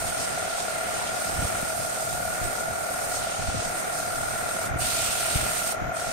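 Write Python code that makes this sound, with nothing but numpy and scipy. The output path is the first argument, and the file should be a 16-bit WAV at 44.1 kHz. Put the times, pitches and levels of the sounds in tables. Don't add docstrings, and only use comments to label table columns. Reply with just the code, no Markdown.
import sys
import numpy as np
from scipy import signal
from scipy.fft import rfft, irfft, next_fast_len
from scipy.io import wavfile
from scipy.ndimage import uniform_filter1d, map_coordinates

SR = 44100
rng = np.random.default_rng(int(sys.argv[2]) if len(sys.argv) > 2 else 0)


def to_wav(s):
    ch = np.atleast_2d(s).T
    pcm = np.round(np.clip(ch, -1, 1) * 32767)
    wavfile.write(sys.argv[1], SR, pcm.astype(np.int16))


def amplitude_ratio(level_db):
    exponent = np.asarray(level_db, float) / 20
    return 10 ** exponent


N = 269892
T = np.arange(N) / SR


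def unit(x):
    return x / np.sqrt(np.mean(x ** 2) + 1e-20)


def along(points, hz):
    point_hz, value = np.transpose(points)
    return np.interp(np.log(hz + 1), np.log(point_hz + 1), value)


def curves(rows):
    time_s, *columns = np.transpose(rows)
    return [np.interp(T, time_s, column) for column in columns]


def bell(centre_s, length_s):
    return np.exp(-((T - centre_s) / length_s) ** 2)


def wobble(rate_hz):
    knots = rng.standard_normal(int(N * rate_hz / SR) + 4)
    return map_coordinates(knots, [T * rate_hz])


def noise():
    return rng.standard_normal((2, N))


def filtered(x, response):
    size = next_fast_len(N + 8192)
    hz = np.fft.rfftfreq(size, 1 / SR)
    return irfft(rfft(x, size) * response(hz), size)[..., :N]


def coloured(x, spectrum):
    closed = [(spectrum[0][0] / 2, -120)] + spectrum + [(spectrum[-1][0] * 2, -120)]
    return unit(filtered(x, lambda hz: amplitude_ratio(along(closed, hz))))


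def resonances(modes, hz, order):
    power = 0
    for centre_hz, width_hz, level_db in modes:
        power = power + amplitude_ratio(2 * level_db) / (1 + (2 * (hz - centre_hz) / width_hz) ** 2) ** order
    return np.sqrt(power)


def steadied(x, share, seconds):
    power = uniform_filter1d(x ** 2, int(seconds * SR), axis=-1)
    level = np.sqrt(np.abs(power) + 1e-6)
    return unit(x / level ** share)


def shaft_angle():
    shaft_hz, first_s, every_s, shift_s = 39.3, -.15, 1.0, .05
    # ahead_rad, creep_rad_per_s
    shifts = [(0.5, 0.7), (-0.36, 0.75), (2, 1.3), (2, 1.3), (4, -0.94), (2.9, -2.8), (1.5, 3.5)]
    ahead = []
    for i, (ahead_rad, creep) in enumerate(shifts):
        for later_s in (0, every_s - shift_s):
            ahead.append((first_s + every_s * i + later_s, ahead_rad + creep * later_s))
    return 2 * np.pi * shaft_hz * T + curves(ahead)[0]


def whine():
    # centre_hz, width_hz, level_db
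    low_left = [(653, 30, 0), (708, 30.6, 2.1)]
    low_right = [(649.6, 21.3, -4.5), (730, 46, -7)]
    high_left = [(1397.5, 28, 19), (1330, 44, -14)]
    high_right = [(1403, 31, -19), (1383, 15, -13)]
    # time_s, strain_db
    load = [(0, 0), (1, .3), (2, 0.2), (3, 0), (3.75, 0), (3.95, 2.5), (5.6, 2.5), (6.12, 0.5)]

    def band(left, right):
        return unit(filtered(noise(), lambda hz: [resonances(m, hz, order=1) for m in (left, right)]))

    angle = shaft_angle()
    load_db, = curves(load)
    low_beat = 1 + [[.52], [.46]] * np.cos(angle + [[.4], [-.4]]) + 0.26 * np.cos(3 * angle)
    high_beat = 1 + [[.62], [.42]] * np.cos(angle + [[-.1], [.1]])
    low = unit(low_beat * steadied(band(low_left, low_right), share=.85, seconds=.03))
    high = unit(high_beat * steadied(band(high_left, high_right), share=.9, seconds=.022))
    both = amplitude_ratio(-33 - 0.27 * load_db) * low + amplitude_ratio(-37.5 + load_db) * high
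    return filtered(both, lambda hz: 1 / (1 + (hz / 4200) ** 4))


def steady_tones():
    # pitch_hz, level_db
    pitches = [(657, -49.5), (1427, -50), (1467, -54), (11872, -66), (12032, -63)]
    # time_s, level_db
    singing = [(0, 5), (1, 5), (1.3, 7), (2.5, 10), (2.65, 11), (3.7, 0), (4.1, 7), (6.12, -15)]
    total = np.zeros((2, N))
    for pitch_hz, level_db in pitches:
        phase = 3.3 * np.array([wobble(6), wobble(8.3)])
        total += amplitude_ratio(level_db + 2.5 * wobble(2.49)) * np.sin(2 * np.pi * pitch_hz * T + phase)
    return amplitude_ratio(curves(singing)[0]) * total


def inverter_whistle():
    # centre_hz, width_hz, level_db
    bands = [(5200, 200, -8), (6130, 200, -4), (6650, 260, -1), (11350, 150, -6), (12000, 200, 0),
             (12690, 150, -4)]
    return amplitude_ratio(-54) * unit(filtered(noise(), lambda hz: resonances(bands, hz, order=2)))


def casing_hum():
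    # hz, level_db
    spectrum = [(150, -1.5), (300, -5.5), (550, 2.5), (1000, -6.5), (1250, 0), (1600, -4.5), (1900, -2),
                (2350, -5), (2800, -13), (4500, -22), (7000, -18.5), (9500, -65), (11000, -27),
                (13200, -38), (13800, -80)]
    return amplitude_ratio(-37 + 1.16 * wobble(5.13)) * coloured(noise(), spectrum)


def drive():
    return whine() + steady_tones() + inverter_whistle() + casing_hum()


def thumps():
    # time_s, peak_db, pitch_hz, left_minus_right_db, left_lag_ms
    eddies = [(1.337, -39, 75, -4, -3.5), (1.396, -32.5, 60, -7, 2.5), (1.428, -30, 130, 1, 1),
              (1.452, -30, 78, 0, 1), (1.631, -30, 180, 2, 0.4), (2.418, -33, 85, 1, -1.5),
              (2.454, -36, 124, -3, 0), (3.395, -33.5, 151, -2, -1.5), (3.489, -27, 66, -1, -3.5),
              (3.55, -26, 150, -2, 4), (3.592, -34, 75, 0, 2), (4.713, -37, 80, 1, 2),
              (4.745, -31, 100, -2, 2), (4.762, -25, 120, 0, 1), (4.816, -34, 91, 11, 2.5),
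              (5.361, -23.5, 81, 1, -1.5), (5.433, -32, 80.4, 0, 2.5), (5.822, -29.5, 107, -1, 4),
              (5.844, -37, 60, 2, -2), (5.881, -34, 80, 0, 2.5), (6.091, -38, 69, -2, 4.5)]
    sides = np.array([[.5], [-.5]])
    out = np.zeros((2, N))
    for time_s, peak_db, pitch_hz, pan_db, lag_ms in eddies:
        turn = rng.uniform(0, 2 * np.pi)
        near = slice(int((time_s - .05) * SR), int((time_s + .05) * SR))
        cycles = pitch_hz * (T[near] - time_s - lag_ms / 1000 * sides)
        push = np.exp(-(cycles / 0.5) ** 2) * np.sin(2 * np.pi * cycles * (1 - 0.43 * cycles) + turn)
        crest = np.exp(-(cycles / 0.18) ** 2) * np.sin(2 * np.pi * 2.75 * cycles + 3 * turn)
        out[:, near] += amplitude_ratio(peak_db + 6 + pan_db * sides) * (push + 0.7 * crest)
    return out


def draught():
    # time_s, length_s, level_db
    gusts = [(0, 0.32, -52), (1.03, 0.11, -56), (1.44, .12, -41), (1.6, 0.055, -52), (1.674, .04, -53),
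             (1.79, 0.037, -48), (2.21, 0.14, -47.5), (2.453, 0.039, -39), (2.674, 0.065, -51),
             (3.19, .07, -49), (3.517, 0.11, -36.5), (3.95, 0.15, -58), (4.255, 0.1, -44),
             (4.512, 0.15, -58), (4.73, .06, -40), (4.967, 0.27, -46), (5.404, 0.073, -39.5),
             (5.6, 0.15, -60), (5.858, 0.072, -47), (6.12, 0.057, -46)]
    # hz, level_db
    buffet_spectrum = [(15, 4.5), (30, -2.5), (60, -2.5), (100, 3.5), (140, -1.5), (250, -44)]
    flutter_spectrum = [(70, -19), (130, -2.5), (200, -1.5), (330, -7.5), (500, -36)]
    calm = amplitude_ratio(-51)
    flow = calm + sum(amplitude_ratio(level_db) * bell(time_s, length_s) for time_s, length_s, level_db in gusts)
    lumps = amplitude_ratio(1.76 * wobble(24) + 1.3 * np.array([wobble(25), wobble(25)]))
    eddies = noise() + 0.34 * rng.standard_normal(N)
    buffet = unit(lumps * steadied(coloured(eddies, buffet_spectrum), share=0.36, seconds=0.053))
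    flutter = unit(lumps * steadied(coloured(noise(), flutter_spectrum), share=0.17, seconds=0.039))
    flutter_level = amplitude_ratio(-51.5) * (flow / calm) ** 0.6
    return amplitude_ratio(2.0) * (flow * buffet + flutter_level * flutter) + thumps()


def catches():
    # time_s, pitch_hz, width_hz, length_s, level_db
    snags = [
        (.21, 5000, 1500, .03, -45),
        (.73, 2100, 600, .07, -46),
        (1.02, 945, 140, .035, -40),
        (4.97, 2400, 800, .05, -39.5),
        (5.62, 1900, 300, .04, -48),
        (5.845, 6000, 9000, .002, -52),
    ]
    total = np.zeros((2, N))
    for time_s, pitch_hz, width_hz, length_s, level_db in snags:
        modes = [(pitch_hz, width_hz, 0)]
        ring = unit(filtered(noise(), lambda hz: resonances(modes, hz, order=2)))
        total += amplitude_ratio(level_db) * bell(time_s, length_s) * ring
    return total


def scratching(patchy_db, grain_db):
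    grits = noise() * amplitude_ratio(grain_db * wobble(900) + 0.64 * wobble(130))
    z = signal.stft(grits, nperseg=512)[2]
    field = rng.standard_normal(z.shape[1:])
    field = uniform_filter1d(uniform_filter1d(field, size=8, axis=0), size=10, axis=1)
    return signal.istft(z * amplitude_ratio(patchy_db * unit(field)), nperseg=512)[1][:, :N]


def sandpaper():
    # time_s, pressure_db, speed_db (as brightness: low on the neck, high on the rims)
    hand = [(0, -42, 1.5), (.25, -43.5, -2.5), (.6, -43.5, -3.5), (.85, -43, -1.5), (1.1, -44, -5),
            (1.2, -43, 0.5), (2.55, -44.5, 1.5), (2.67, -47, 0.5), (3.12, -43.5, 2.5), (3.28, -43.5, -4),
            (3.6, -44.5, -7.5), (3.7, -45, 0.5), (4.65, -44, 1), (4.85, -38.5, 1), (5.3, -38.5, 0.5),
            (5.7, -40.5, 3), (5.95, -45, -2.5), (6.12, -44, -3.5)]
    # time_s, length_s, level_db
    nudges = [(.12, .04, -2), (0.222, 0.038, 4), (0.617, .05, 2), (.8, 0.084, -4.5), (1.28, 0.032, 3),
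              (1.376, 0.035, -1), (1.838, 0.043, 2), (1.895, .02, 0), (2.0, 0.049, 2.5),
              (2.594, 0.039, 4.5), (2.968, 0.052, 1.5), (3.157, .03, 5.5), (4.973, 0.13, 2),
              (3.04, .03, 0.5), (3.665, 0.073, 4), (3.74, .03, -5), (3.81, .03, 0.5), (3.894, 0.034, -7),
              (3.99, 0.1, 3.5)]
    # off_s, back_s, depth_db
    lifts = [
        (4.664, 4.808, 22.5),
        (5.722, 5.961, 23.5),
    ]
    # hz, level_db
    body_spectrum = [(900, 1), (1800, 4), (2600, 9), (4200, 2), (5500, -6.5), (7000, -12)]
    grit_spectrum = [(2500, -32), (3600, -4.5), (4600, 0.5), (7500, 3.5), (8100, -7.5), (9000, -35)]
    bite_spectrum = [(6500, -34), (7700, -7.5), (8200, -1), (9000, -2), (9900, -6), (11000, -20),
                     (12500, -45)]
    sheen_spectrum = [(9000, -18.5), (10500, -1), (11500, 0), (13000, -1), (14500, -6.5), (15800, -8)]

    def lifted_db(lead_s):
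        leave_s, land_s = .065, .035
        total = 0
        for off_s, back_s, depth_db in lifts:
            height = np.minimum((T - off_s) / leave_s, (back_s - lead_s - T) / land_s)
            total = total + depth_db * np.clip(height, 0, 1)
        return total

    pressure_db, speed_db = curves(hand)
    firm_db = pressure_db - np.median(pressure_db)
    nudge_db = sum(level_db * bell(time_s, length_s) for time_s, length_s, level_db in nudges)
    lift_db = lifted_db(0)
    edge_db = lift_db - lifted_db(0.014)
    pressure_db = pressure_db + nudge_db - lift_db

    body_db = -6 - 0.72 * speed_db + firm_db - 0.86 * nudge_db
    bite_db = 2 + 0.27 * speed_db + 0.023 * firm_db - 0.88 * nudge_db + 0.0067 * lift_db + edge_db
    sheen_db = -5 + speed_db + 0.086 * firm_db - 0.7 * nudge_db + edge_db
    sheen_db = sheen_db + 1.2 * np.minimum(pressure_db + 53, 0)

    grits = scratching(patchy_db=1.0, grain_db=0.85)
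    hiss = amplitude_ratio(-1.1) * coloured(grits, grit_spectrum)
    hiss = hiss + amplitude_ratio(body_db + 2.0) * coloured(grits, body_spectrum)
    hiss = hiss + amplitude_ratio(bite_db - 6.5) * coloured(grits, bite_spectrum)
    hiss = hiss + amplitude_ratio(sheen_db + 2.5) * coloured(grits, sheen_spectrum)
    tremble_db = 0.046 * wobble(2.9) + .5 * wobble(23.77)
    return amplitude_ratio(pressure_db + 3 + tremble_db) * hiss


def scene():
    return drive() + draught() + catches() + sandpaper()


def low_pass(x):
    return signal.sosfilt(signal.butter(12, 15900, fs=SR, output="sos"), x)


def record(dry):
    # hz, level_db
    port_left = [(7880, 0), (8050, 2.5), (9800, -1.5)]
    port_right = [(4500, 0), (6500, 2.5), (7900, -1.5), (8030, 11), (9300, 10.5), (9900, 4.5), (11000, -1)]
    top_hz = 15730
    mix = filtered(dry, lambda hz: amplitude_ratio([along(port_left, hz), along(port_right, hz)]) * (hz < top_hz))
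    return low_pass(mix)


dry = scene()
out = record(dry)
to_wav(out)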